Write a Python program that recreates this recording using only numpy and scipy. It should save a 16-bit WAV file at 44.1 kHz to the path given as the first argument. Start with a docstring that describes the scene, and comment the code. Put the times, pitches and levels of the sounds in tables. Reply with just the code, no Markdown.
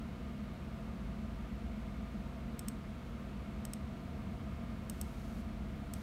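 """A desktop computer's fans hum and rush in a quiet room, over a low drone that twice swells deeper.
The rotors give the tones; turbulent air hisses in the grilles and rings the hollow case.
A mouse button is pressed and released three times, then pressed again; each snap rings its shell.
A thin hiss comes up briefly with the later clicks. Very faint high ticks keep a regular beat,
and the electronics whine."""
import sys
import numpy as np
from scipy import signal
from scipy.fft import rfft, irfft, next_fast_len
from scipy.io import wavfile
from scipy.ndimage import uniform_filter1d, map_coordinates

SR = 44100
rng = np.random.default_rng(int(sys.argv[2]) if len(sys.argv) > 2 else 0)


def dump_mix(stems):
    """Bounce the given channels to the path in sys.argv[1] as a 16-bit WAV at rate SR."""
    frames = np.atleast_2d(stems).T  # one column per channel
    limited = np.clip(frames, -1, 1)  # hard clip at full scale
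    pcm = np.round(limited * 32767).astype(np.int16)
    wavfile.write(sys.argv[1], SR, pcm)


N = 265482
TIME_S = np.arange(N) / SR

# fan and drive tones: pitch_hz, level_db, flutter_ratio
ROTOR_TONES = [(138.95, -53.5, 0.11), (206.6, -55.5, 0.35), (225.9, -58, 0.4), (240.4, -57, 0.33),
               (280.7, -73.5, 0.45), (361, -73, 0.15), (458.4, -71, 0.58), (478, -71, 0.26),
               (541, -72.5, 0.89), (651.4, -71, 0.42), (727, -76, 0.23), (757, -83, .4), (952, -81.5, 0.19),
               (1027, -76, 0.29), (1311, -81, 0.33), (2185, -82, 0.25), (2960, -93, .4)]
# air through the grilles: freq_hz, density_db
GRILLE_SPECTRUM = [(125, -11.5), (145, 0.5), (280, -1.5), (400, -9.5), (800, -14.5), (1400, -15.5),
                   (1800, -18.5), (2300, -19), (4400, -27.5), (4800, -31), (9700, -39.5), (10400, -46),
                   (11800, -40), (15700, -51)]
# air resonances of the case: centre_hz, width_hz, gain_db
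CASE_MODES = [(182.8, 13, -0.5), (207.5, 17.6, 0), (223.5, 10, -3), (268.5, 12.3, -11.5),
              (356.8, 14, -14.5), (503, 29, -19), (627, 29, -21.5), (664, 24.6, -13.5), (703.5, 24, -17.5),
              (923, 23, -22), (1045, 12, -22.5), (1112, 9.2, -21.5), (1209, 25, -18.5), (1233, 9.8, -22.5),
              (1350, 82, -25), (2168, 66, -26.5)]
# switch snaps, press and release in turn: start_s, level_db, tilt_db_per_octave
CLICKS = [(2.592, -41.5, 5), (2.6833, -39, 5.5), (3.6512, -43, 3), (3.7341, -40.5, 4), (4.897, -41, 5.5),
          (5.0127, -39, 7), (5.9362, -43, 4.5)]
# switch and plastic shell resonances: centre_hz, width_hz, gain_db
SHELL_MODES = [(1950, 500, -4.5), (3140, 570, -5), (3800, 170, -7), (4400, 300, -8.5), (5420, 200, -1.5),
               (6400, 200, -4.5), (6830, 200, -8.5), (8150, 350, 2), (8980, 640, -9), (9740, 220, -8.5),
               (11340, 260, -8.5), (12400, 260, -12.5), (13200, 330, -19), (14200, 500, -11.5),
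               (14800, 650, -13.5)]
# room decay: freq_hz, t60_s
ROOM_DECAY = [(1000, 0.14), (8000, 0.25), (16000, 0.05)]
# low drone of the case in the room: freq_hz, density_db
DRONE_SPECTRUM = [(20, -40), (30, -22), (38, -7), (52, -2.5), (62, -0.5), (78, 1), (86, -10.5), (95, -4.5),
                  (118, -10.5), (129, -24), (200, -58.5)]
# deep tone swells: start_s, hold_s, level_db
BOOM_SWELLS = [(.85, 1.04, -47), (4.8, .15, -48.5)]
# spells of thin hiss: start_s, end_s, level_db
HISS_SPELLS = [(4.898, 5.42, -68.5), (5.94, 6.1, -67)]
# thin hiss: freq_hz, density_db
HISS_SPECTRUM = [(2500, -4), (4500, 0.5), (6200, 1), (7800, -3), (9500, -2.5), (10400, -6), (11500, -2),
                 (15700, -10)]
# tick burst: freq_hz, density_db
TICK_SPECTRUM = [(6000, -20), (10000, -4), (13000, 0), (15700, 0)]
# electronics tones: pitch_hz, level_db
WHINE_TONES = [(8060, -104), (9300, -105), (9605, -90.5), (11815, -94), (11950, -94)]


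def fan_hum(drift_hz=0.346, drift_rate_hz=1.94, flutter_rate_hz=7):
    """Each rotor tone drifts in pitch and flutters in the uneven inflow."""
    out = np.zeros(N)
    for pitch_hz, level_db, flutter in ROTOR_TONES:
        phase = 2 * np.pi * (np.cumsum(pitch_hz + drift_hz * wobble(drift_rate_hz)) / SR + rng.random())
        in_phase = (1 + flutter * wobble(flutter_rate_hz)) * np.sin(phase)
        quadrature = flutter * wobble(flutter_rate_hz) * np.cos(phase)
        out += amp(level_db) * unit(in_phase + quadrature)
    return out


def airflow(grille_db=-52.5, case_db=-48, skirt_exponent=1.575):
    """Turbulence hisses in the grilles and rings the hollow case."""
    def case_response(hz):
        return sum(amp(gain_db) * np.abs(resonance(hz, centre_hz, width_hz)) ** skirt_exponent
                   for centre_hz, width_hz, gain_db in CASE_MODES)

    rush = noise(GRILLE_SPECTRUM)
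    hollow = unit(filtered(rng.standard_normal(N), case_response))
    return amp(grille_db) * rush + amp(case_db) * hollow


def mouse_clicks(room_db=-22):
    """One snap per press or release, with a faint room echo."""
    out = np.zeros(N + SR)
    for start_s, level_db, tilt_db_per_octave in CLICKS:
        click = amp(level_db) * switch_snap(tilt_db_per_octave)
        echo = amp(room_db) * signal.fftconvolve(click, room_tail())
        onset = round(start_s * SR)
        out[onset:onset + len(click)] += click
        out[onset:onset + len(echo)] += echo
    return out[:N]


def switch_snap(tilt_db_per_octave, peak_s=0.0011, half_width_s=0.0013, rms_span_s=0.0039,
                settle_db=-26, settle_t60_s=0.087):
    """The spring flips and chatters on its contact for about 2 ms, ringing the shell."""
    def shell_response(hz):
        modes = sum((-1) ** i * amp(gain_db) * resonance(hz, centre_hz, width_hz)
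                    for i, (centre_hz, width_hz, gain_db) in enumerate(SHELL_MODES))
        return modes * amp(tilt_db_per_octave * np.log2(np.maximum(hz, 1000) / 8000))

    t = np.arange(SR // 20) / SR
    impact = np.exp(-((t - peak_s) / half_width_s) ** 4)
    settling = amp(settle_db - 60 * t / settle_t60_s)
    spectrum = rfft((impact + settling) * rng.standard_normal(len(t)), 2 * len(t))
    # hard contacts drive all pitches evenly
    chatter = irfft(spectrum / running_rms(spectrum, 50))[:len(t)]
    ring = filtered(chatter, shell_response)
    return ring / np.sqrt(np.sum(ring ** 2) / (rms_span_s * SR))


def room_tail():
    """Diffuse room response, energy 1; the top treble dies first."""
    hz, t, spectra = signal.stft(rng.standard_normal(SR // 3), SR, nperseg=256)
    decay = amp(-60 * t / log_interp(ROOM_DECAY, hz)[:, None])
    tail = signal.istft(spectra * decay, SR, nperseg=256)[1]
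    return tail / np.linalg.norm(tail)


def air_drone(level_db=-47.5, steadiness=0.43, lift_db=1.7, lift_start_s=3.95, lift_rise_s=0.25):
    """Moving air drones in the room, steady but for one slight, lasting rise."""
    rumble = noise(DRONE_SPECTRUM)
    steadied = rumble / running_rms(rumble, SR // 4, floor=1e-6) ** steadiness
    lift = np.clip((TIME_S - lift_start_s) / lift_rise_s, 0, 1)
    return amp(level_db + lift_db * lift) * unit(steadied)


def boom(pitch_hz=54.55, waver_rad=0.67, waver_rate_hz=5.12, attack_s=0.24, release_db_per_s=15.5):
    """A deep tone twice swells, holds and sinks back into the drone."""
    envelope = np.zeros(N)
    for start_s, hold_s, level_db in BOOM_SWELLS:
        attack = np.clip((TIME_S - start_s) / attack_s, 0, 1)
        released_s = np.maximum(TIME_S - start_s - attack_s - hold_s, 0)
        envelope += attack * amp(level_db - release_db_per_s * released_s)
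    phase = 2 * np.pi * (pitch_hz * TIME_S + rng.random()) + waver_rad * wobble(waver_rate_hz)
    return envelope * unit(np.sin(phase))


def hiss(fade_s=0.024):
    """A thin hiss comes up, holds and drops away."""
    envelope = np.zeros(N)
    for start_s, end_s, level_db in HISS_SPELLS:
        inside_s = np.minimum(TIME_S - start_s, end_s - TIME_S)
        envelope += amp(level_db) * np.clip(inside_s / fade_s + 0.5, 0, 1)
    return envelope * noise(HISS_SPECTRUM)


def ticks(beat_s=0.1024, length_s=0.003, quick_start_s=0.0252, quick_db=-75,
          slow_start_s=3.916, slow_db=-71, slow_beats=3):
    """Treble bursts, likely radio interference: every beat, later every third and stronger."""
    slow = TIME_S > slow_start_s + beat_s / 2
    period_s = np.where(slow, slow_beats * beat_s, beat_s)
    elapsed_s = TIME_S - np.where(slow, slow_start_s, quick_start_s)
    gate = (elapsed_s + length_s / 2) % period_s < length_s
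    return gate * amp(np.where(slow, slow_db, quick_db)) * noise(TICK_SPECTRUM)


def electronics_whine(rough_db=2, waver_rad=1.6):
    """The electronics sing faintly at fixed pitches, wavering in level and phase."""
    out = np.zeros(N)
    for pitch_hz, level_db in WHINE_TONES:
        envelope = amp(rough_db * wobble(rate_hz=25))
        phase = 2 * np.pi * pitch_hz * TIME_S + waver_rad * wobble(rate_hz=60)
        out += amp(level_db) * unit(envelope * np.sin(phase))
    return out


def amp(db):
    """Decibels to gain."""
    return 10 ** (np.asarray(db) / 20)


def unit(x):
    """Scale to rms 1."""
    return x / np.sqrt(np.mean(x ** 2) + 1e-20)


def running_rms(x, size, floor=0):
    """Rms over a sliding window of size points."""
    return np.sqrt(np.abs(uniform_filter1d(np.abs(x) ** 2, size=size)) + floor)


def log_interp(points, hz):
    """Join (freq_hz, value) points on a log frequency axis."""
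    freq_hz, values = np.transpose(points)
    return np.interp(np.log(hz + 1), np.log(freq_hz + 1), values)


def wobble(rate_hz):
    """Smooth random curve, rate_hz knots a second."""
    knots = rng.standard_normal(int(N * rate_hz / SR) + 4)
    return map_coordinates(knots, [TIME_S * rate_hz])


def filtered(x, response):
    """Apply a complex frequency response."""
    size = next_fast_len(len(x) + SR // 4)
    return irfft(rfft(x, size) * response(np.fft.rfftfreq(size, 1 / SR)), size)[:len(x)]


def resonance(hz, centre_hz, width_hz):
    """Causal response of one mode, peak gain 1."""
    return 1j * hz * width_hz / (centre_hz ** 2 - hz ** 2 + 1j * hz * width_hz)


def noise(spectrum):
    """Noise of rms 1, shaped by (freq_hz, density_db) points."""
    return unit(filtered(rng.standard_normal(N), lambda hz: amp(log_interp(spectrum, hz))))


def scene():
    """Computer and mouse from in front of the screen, mono."""
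    computer = fan_hum() + electronics_whine() + airflow() + boom() + air_drone()
    return (computer + mouse_clicks() + hiss() + ticks())[None]


def record(dry):
    """Brick-wall low-pass."""
    cutoff_hz = 15800
    return np.array([filtered(channel, lambda hz: hz < cutoff_hz) for channel in dry])


dry = scene()
out = record(dry)
dump_mix(out)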